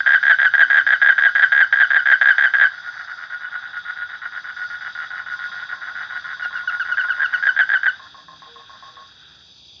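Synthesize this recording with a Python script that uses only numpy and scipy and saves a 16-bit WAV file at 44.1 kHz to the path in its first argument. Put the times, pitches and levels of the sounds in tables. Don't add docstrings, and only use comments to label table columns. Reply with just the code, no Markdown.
import sys
import numpy as np
from scipy import signal
from scipy.fft import rfft, irfft, next_fast_len
from scipy.io import wavfile
from scipy.ndimage import uniform_filter1d, minimum_filter1d, map_coordinates

SR = 44100
rng = np.random.default_rng(int(sys.argv[2]) if len(sys.argv) > 2 else 0)


def wrap_up_sound(samples):
    columns = np.atleast_2d(samples).T
    tamed = np.clip(columns, -1, 1)
    steps = np.round(tamed * 32767).astype(np.int16)
    wavfile.write(sys.argv[1], SR, steps)


N = 432180


def amp(db):
    return 10 ** (np.asarray(db) / 20)


def unit(x):
    return x / np.sqrt(np.mean(x ** 2) + 1e-20)


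def curves(rows):
    seconds, *columns = np.transpose(rows)
    return [np.interp(np.arange(N) / SR, seconds, column) for column in columns]


def wobble(rate):
    knots = rng.standard_normal(int(N * rate / SR) + 4)
    return map_coordinates(knots, [np.arange(N) * rate / SR])


def noise(points):
    m = next_fast_len(N)
    hz, db = np.transpose(points)
    log_hz = np.log(np.fft.rfftfreq(m, 1 / SR) + 1)
    colour_db = np.interp(log_hz, np.log(hz), db, left=-120, right=-120)
    spectrum = rfft(rng.standard_normal(m)) * amp(colour_db)
    return unit(irfft(spectrum, m)[:N])


def cords(s, db, tension, hz, t60, rise, slip, afresh=False):
    order = np.argsort(s)
    s = np.r_[-2, -1, s[order]]
    db = np.r_[0, 0, db[order]]
    tension = np.r_[1, 1, tension[order]]
    chance = slip * rng.standard_normal(len(s))
    t = np.arange(N) / SR
    now = np.searchsorted(s, t, side="right") - 1
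    opening = 1 - np.exp(-((t - s[now]) / rise) ** 2)
    phase = 2 * np.pi * np.cumsum(hz * tension[now]) / SR
    lag = chance - np.interp(s, t, phase) if afresh else np.cumsum(chance)

    def fading(k):
        return amp(db[k] - 60 * (t - s[k]) / t60) * np.sin(phase + lag[k])

    return opening * fading(now) + (1 - opening) ** 2 * fading(now - 1)


def ring(s, db, tension, sac, rise, scatter_db):
    t = np.arange(SR // 24) / SR
    chance = rng.standard_normal((len(s), len(sac)))
    wave = np.zeros((len(s), len(t)))
    for k, (hz, level, t60) in enumerate(sac):
        size = amp(level + scatter_db * chance[:, [k]] - 60 * t / t60)
        wave += size * np.sin(2 * np.pi * hz * tension[:, None] * t)
    wave *= amp(db)[:, None] * (1 - np.exp(-(t / rise) ** 2))
    at = np.round(s * SR).astype(int)[:, None] + np.arange(len(t))
    return np.bincount(at.ravel(), wave.ravel(), N + SR)[:N]


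def tone(s, length, db, hz, fall, edge, overtones=(), fade_db=0, strain_db=0):
    t = np.arange(round((length + 4 * edge) * SR)) / SR
    glide_hz = hz * (1 + fall * (.3 - (t / length) ** 2.4))
    phase = 2 * np.pi * np.cumsum(glide_hz) / SR + rng.uniform(0, 2 * np.pi)
    wave = amp(fade_db * (.5 - t / length)) * np.sin(phase)
    for k, level in overtones:
        partial_db = level + (k - 1) * strain_db - 3 * t / length
        wave += amp(partial_db) * np.sin(round(k) * phase)
    attack = 1 - np.exp(-(t / edge) ** 2)
    release = np.exp(-np.clip(t - length, 0, 9) / edge)
    out = np.zeros(N + SR)
    out[round(s * SR):][:len(t)] = np.sqrt(2) * amp(db) * attack * release * wave
    return out[:N]


def echoes(x, t60, db):
    t = np.arange(SR // 2) / SR
    build = np.clip(t / .01, 0, 1)
    tail = unit(rng.standard_normal(len(t)) * amp(-60 * t / t60) * build)
    return x + amp(db) * signal.fftconvolve(x, tail / np.sqrt(len(t)))[:N]


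def pulses(notes):
    opening_s, slow_s, fast_s = .0148, .0147, .0056
    last_s = .02
    opening_db, slow_db, last_db = [-2, -1.3, -1.5], -0.1, -7.5
    scatter_db = 1.5
    s, db = [], []
    for start, run, whistle, effort_db, gap, falter_db in notes:
        chance = rng.standard_normal((2, 24))
        has_opening = run > start + fast_s / 2
        opening = np.arange(start, start + opening_s, gap) if has_opening else np.array([])
        after = opening[-1] if len(opening) else run
        steps = max(round((run - after) / slow_s), 1)
        way = np.arange(1, steps) / steps
        slow = after + (run - after) * way ** .93
        fast_count = max(round((whistle - run) / fast_s), 1)
        fast = np.linspace(run, whistle, fast_count, endpoint=False)
        times = np.r_[opening, slow, fast, whistle + last_s]
        settling_db = slow_db - falter_db * np.linspace(1, 0, len(way)) ** 1.5
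        levels = np.r_[opening_db[:len(opening)], settling_db, 0 * fast, last_db]
        s.append(times + .0006 * chance[0, :len(times)] * (times > start))
        db.append(effort_db + levels + scatter_db * chance[1, :len(times)])
    s, db = np.concatenate(s), np.concatenate(db)
    return s[s > 0], db[s > 0]


def near_whistles(notes):
    # multiple of the pitch, starting level in dB before strain.
    overtones = [(2, -18.5), (3, -36.5), (4, -49)]
    whistle_db, whistle_s, longer_s_per_db = -12, .016, .001
    whistle_hz, flat_hz_per_db, flattest_hz = 1537.5, 12, 1430
    whistles = np.zeros(N)
    for _, _, start, effort_db, *_ in notes[1:]:
        slack = max(-0.5 - effort_db, 0)
        hz = max(whistle_hz - flat_hz_per_db * slack, flattest_hz)
        length = whistle_s + longer_s_per_db * slack
        fall = .058 + 0.061 * np.exp(-((slack - 8.5) / 3.2) ** 2)
        whistles += tone(start, length, effort_db + whistle_db, hz, fall, edge=0.0027,
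                         overtones=overtones, fade_db=14.0, strain_db=0.38 * slack)
    return whistles * amp(2.5 * wobble(170))


def near_toad():
    # opening in seconds, fast run in seconds, whistle in seconds,
    # effort in dB, gap of the opening pulses in seconds, falter of the first slow pulse in dB
    notes = [(-.1, -.035, -.015, 3.5, .0068, 2), (0.0613, .1331, .155, -.5, .0068, -1),
             (0.2282, .2949, .323, -1, .0075, 2), (0.3864, .4436, .462, -1.5, .0068, 0),
             (0.5372, .6054, .628, 0.5, .0068, 8), (0.7007, .7696, .791, 0, .0069, 0.5),
             (0.8655, .9198, .94, -0.5, .0075, 1), (1.016, 1.0858, 1.103, 0.5, .0068, 3.5),
             (1.1799, 1.2488, 1.272, -0.5, .0071, 7.5), (1.3514, 1.4216, 1.443, -.5, .0068, 2.5),
             (1.5194, 1.6033, 1.625, 0, .007, 3), (1.7259, 1.801, 1.831, -0.5, .007, 5),
             (1.9038, 1.9573, 1.982, -1, .0066, 2), (2.0564, 2.1141, 2.135, -.5, .0069, 1),
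             (2.2123, 2.2858, 2.309, 0, .0069, 3.5), (2.3813, 2.4362, 2.461, -.5, .0069, 0),
             (2.537, 2.6119, 2.648, -.5, .007, 6), (6.423, 6.423, 6.424, -17, .01, -3),
             (6.552, 6.552, 6.553, -13.5, .01, 0), (6.675, 6.6741, 6.676, -10.5, .01, -2),
             (6.7972, 6.7964, 6.806, -9.5, .01, 0), (6.915, 6.9158, 6.919, -10.5, .01, 3),
             (6.9718, 6.987, 6.993, -5, .0078, -5), (7.085, 7.0943, 7.101, -7.5, .016, 0),
             (7.1956, 7.2176, 7.241, -6, .0078, 1), (7.3302, 7.3361, 7.339, -6.5, .016, 2),
             (7.4255, 7.4682, 7.486, -3.5, .0107, 1), (7.5638, 7.5902, 7.613, -2.5, .011, -4),
             (7.6908, 7.731, 7.753, -3.5, .01, 1), (7.8317, 7.8578, 7.878, -4.5, .01, 0)]
    # pitch in Hz at tension 1, level in dB, t60 in seconds.
    sac = [(1922.5, -14, 0.049), (2011, -19, 0.033), (280, -37, 0.02), (696, -24, 0.02),
           (791, -32.5, 0.034), (1141, -39.5, 0.18), (2700, -33.5, 0.023), (3247, -22.5, 0.02),
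           (3457, -15.5, 0.01), (3605, -34.5, 0.022), (4700, -48.5, 0.027), (6720, -53, 0.032)]
    s, db = pulses(notes)
    until = np.transpose(notes)[2] - s[:, None]
    tighten = 0.022 * np.exp(-((until - .022) / 0.009) ** 2)
    slacken = 0.033 * np.exp(-((until + 0.031) / 0.027) ** 2)
    tension = 1 + (tighten - slacken).sum(1)
    tension -= 0.006 * np.clip(-4 - db, 0, 9)
    voice = cords(s, db, tension, hz=1628, t60=.035, rise=.0012, slip=.25, afresh=True)
    bright_db = .7 * np.minimum(db + 1.5, 0)
    voice += ring(s, db + bright_db, tension, sac, rise=.001, scatter_db=1.8)
    hollow = signal.iirnotch(420, 1.6, SR)
    return echoes(signal.lfilter(*hollow, voice + near_whistles(notes)), t60=.24, db=-13)


def chorus():
    # time in seconds, level in dB before the throb.
    swell = [(0, -51), (2.7, -40), (3.6, -40.5), (4.2, -44.5), (7.9, -41.5), (8.3, -59.5), (8.65, -53.5),
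             (8.75, -50.5), (9.1, -56), (9.4, -54.5), (9.6, -75.5), (9.8, -81)]
    # frequency in Hz, relative level in dB.
    colour = [(500, -33), (750, -13), (1100, -15), (1400, -0.5), (1650, 0), (1900, -9), (2400, -30)]
    throb_db = 1.2 * wobble(8) + 2.2 * wobble(80)
    return amp(curves(swell)[0] + throb_db) * noise(colour)


def insects():
    # time in seconds, low band in dB, high bands in dB, before the flutter.
    loudness = [(0, -48.5, -54), (2.6, -49.5, -52.5), (3.5, -49.5, -55.5), (6.4, -47.5, -53.5),
                (7.9, -51, -54.5), (8.5, -50, -55.5), (9.8, -49, -54.5)]
    # frequency in Hz, relative level in dB.
    low_band = [(2200, -30), (2550, -18.5), (3000, -24), (3350, -5.5), (3850, -6), (4050, -22), (4500, -64)]
    # frequency in Hz, relative level in dB.
    high_bands = [(3900, -35), (4350, -5), (4750, -0.5), (5200, -7.5), (5500, -22), (6000, -8.5),
                  (6400, -23), (7400, -30.5)]
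    low_db, high_db = curves(loudness)
    low = amp(low_db + 1.2 * wobble(5.4) + 0.86 * wobble(50)) * noise(low_band)
    high = amp(high_db + 1.2 * wobble(3.5) + 1.3 * wobble(37)) * noise(high_bands)
    return low + high


def rumble():
    # frequency in Hz, relative level in dB.
    colour = [(25, -26.5), (45, -16.5), (65, -1.5), (120, -0.5), (250, -6.5), (450, -12), (1000, -14),
              (2000, -26.5), (2600, -33.5)]
    return amp(-60.5 + 0.98 * wobble(0.61)) * noise(colour)


def trill(notes, slow, fast, sag_db):
    s, db = [], []
    for start, length, open_db, close_db in notes:
        chance = rng.standard_normal((32, 2))
        at = 0
        for k, (jitter, size) in enumerate(chance):
            if at > length - fast:
                break
            quick = k < 2 or at > .55 * length
            ramp_db = open_db + (close_db - open_db) * at / length
            s.append(start + at)
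            db.append(ramp_db - sag_db * (not quick) + 0.57 * size)
            at += (fast if quick else slow) * (1 + 0.15 * jitter)
    return np.array(s), np.array(db)


def second_toad():
    # start in seconds, length in seconds, closing level in dB.
    later = [(2.735, .06, -24), (2.839, .055, -20), (2.941, .082, -18.5), (3.075, .056, -19.5),
             (3.176, .071, -17.5), (3.299, .058, -16.5), (3.408, .056, -16), (3.516, .052, -13),
             (3.624, .056, -21.5), (3.731, .055, -16), (3.851, .062, -16.5), (3.959, .084, -16.5),
             (4.091, .069, -18.5), (4.218, .053, -13.5), (4.323, .072, -15.5), (4.442, .076, -18),
             (4.564, .087, -15), (4.701, .064, -19.5), (4.808, .083, -14.5), (4.95, .104, -14.5),
             (5.104, .106, -16.5), (5.261, .082, -18), (5.391, .076, -19), (5.517, .13, -21.5),
             (5.691, .052, -13), (5.817, .09, -18), (5.953, .088, -14.5), (6.099, .089, -15),
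             (6.243, .097, -17), (6.396, .072, -12.5), (6.528, .09, -20), (6.7, .06, -13.5),
             (6.85, .064, -14.5), (7.0, .055, -12.5), (7.13, .069, -19), (7.28, .12, -18)]
    # time in seconds, level in dB.
    opens = [(2.6, -25.5), (4.2, -21.5), (6.4, -20), (6.8, -20), (7.3, -23)]
    # pitch in Hz at tension 1, level in dB, t60 in seconds.
    sac = [(1674, -1, 0.012), (1826, -9, 0.016), (798, -22.5, 0.025), (1052, -24, 0.041),
           (2955, -30.5, 0.031)]
    hidden = [(s, .07, -22) for s in np.arange(.03, 2.6, .121)]
    open_s, open_db = np.transpose(opens)
    notes = [(s, length, np.interp(s, open_s, open_db), close_db)
             for s, length, close_db in list(later) + hidden]
    s, db = trill(notes, slow=0.011, fast=.0065, sag_db=-0.5)
    tension = 1 + 0.006016 * rng.standard_normal(len(s))
    voice = cords(s, db, tension, hz=1452, t60=.038, rise=.002, slip=.8)
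    voice += ring(s, db + 0.32, tension, sac, rise=0.00096, scatter_db=2.5)
    for start, length, _, close_db in notes:
        voice += tone(start + length - .027, .022, close_db - 14.0, hz=1451.7, fall=0.012, edge=0.006,
                      overtones=[(2, -30.5)], fade_db=1.5)
    return echoes(voice, t60=.15, db=-7)


def hoots():
    # start in seconds, length in seconds, level in dB, reference pitch in Hz.
    calls = [(0.547, 0.35, -62, 291), (8.051, 0.38, -68, 293), (8.2, .25, -62.5, 164.4),
             (8.458, 0.13, -54, 470), (8.89, 0.11, -63.5, 492)]
    return sum(tone(*call, fall=.01, edge=.03) for call in calls)


def deep_toad():
    # start in seconds, opening level in dB.
    calls = [(5.216, -40.5), (5.3492, -36), (5.4829, -35), (5.6126, -38.5), (5.7344, -34), (5.8691, -36),
             (5.9883, -40.5), (6.123, -35.5), (6.2477, -34.5), (6.3689, -36), (6.5061, -33), (6.6338, -33),
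             (6.76, -35), (6.8937, -32), (7.0429, -31.5), (7.1794, -30), (7.3277, -32.5), (7.4694, -34),
             (7.9942, -32.5), (8.1434, -32), (8.2826, -32), (8.4198, -32), (8.5579, -31.5), (8.6941, -32),
             (8.8243, -31.5), (8.9685, -31)]
    # pitch in Hz at tension 1, level in dB, t60 in seconds.
    sac = [(1700, -5.5, 0.017), (740, -7, 0.015)]
    notes = [(s, .068, db, db - 6) for s, db in calls]
    s, db = trill(notes, slow=0.011, fast=0.0079, sag_db=5.5)
    creep = 0.02 * np.clip(s - 8.5, -.5, .5)
    tension = 1 + creep + 0.012 * rng.standard_normal(len(s))
    voice = cords(s, db, tension, hz=1080, t60=.04, rise=.0013, slip=.7)
    voice += ring(s, db, tension, sac, rise=.001, scatter_db=2.5)
    return echoes(voice, t60=0.21, db=-3)


def scene():
    background = chorus() + insects() + rumble() + hoots()
    return (near_toad() + second_toad() + deep_toad() + background)[None]


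def record(dry):
    ceiling, top_hz = .8, 7520
    needed = np.minimum(1, ceiling / (np.abs(dry) + 1e-9))
    held = dry * uniform_filter1d(minimum_filter1d(needed, size=121), size=61)
    m = next_fast_len(N + SR // 4)
    kept = np.fft.rfftfreq(m, 1 / SR) < top_hz
    return irfft(rfft(held, m) * kept, m)[..., :N]


dry = scene()
out = record(dry)
wrap_up_sound(out)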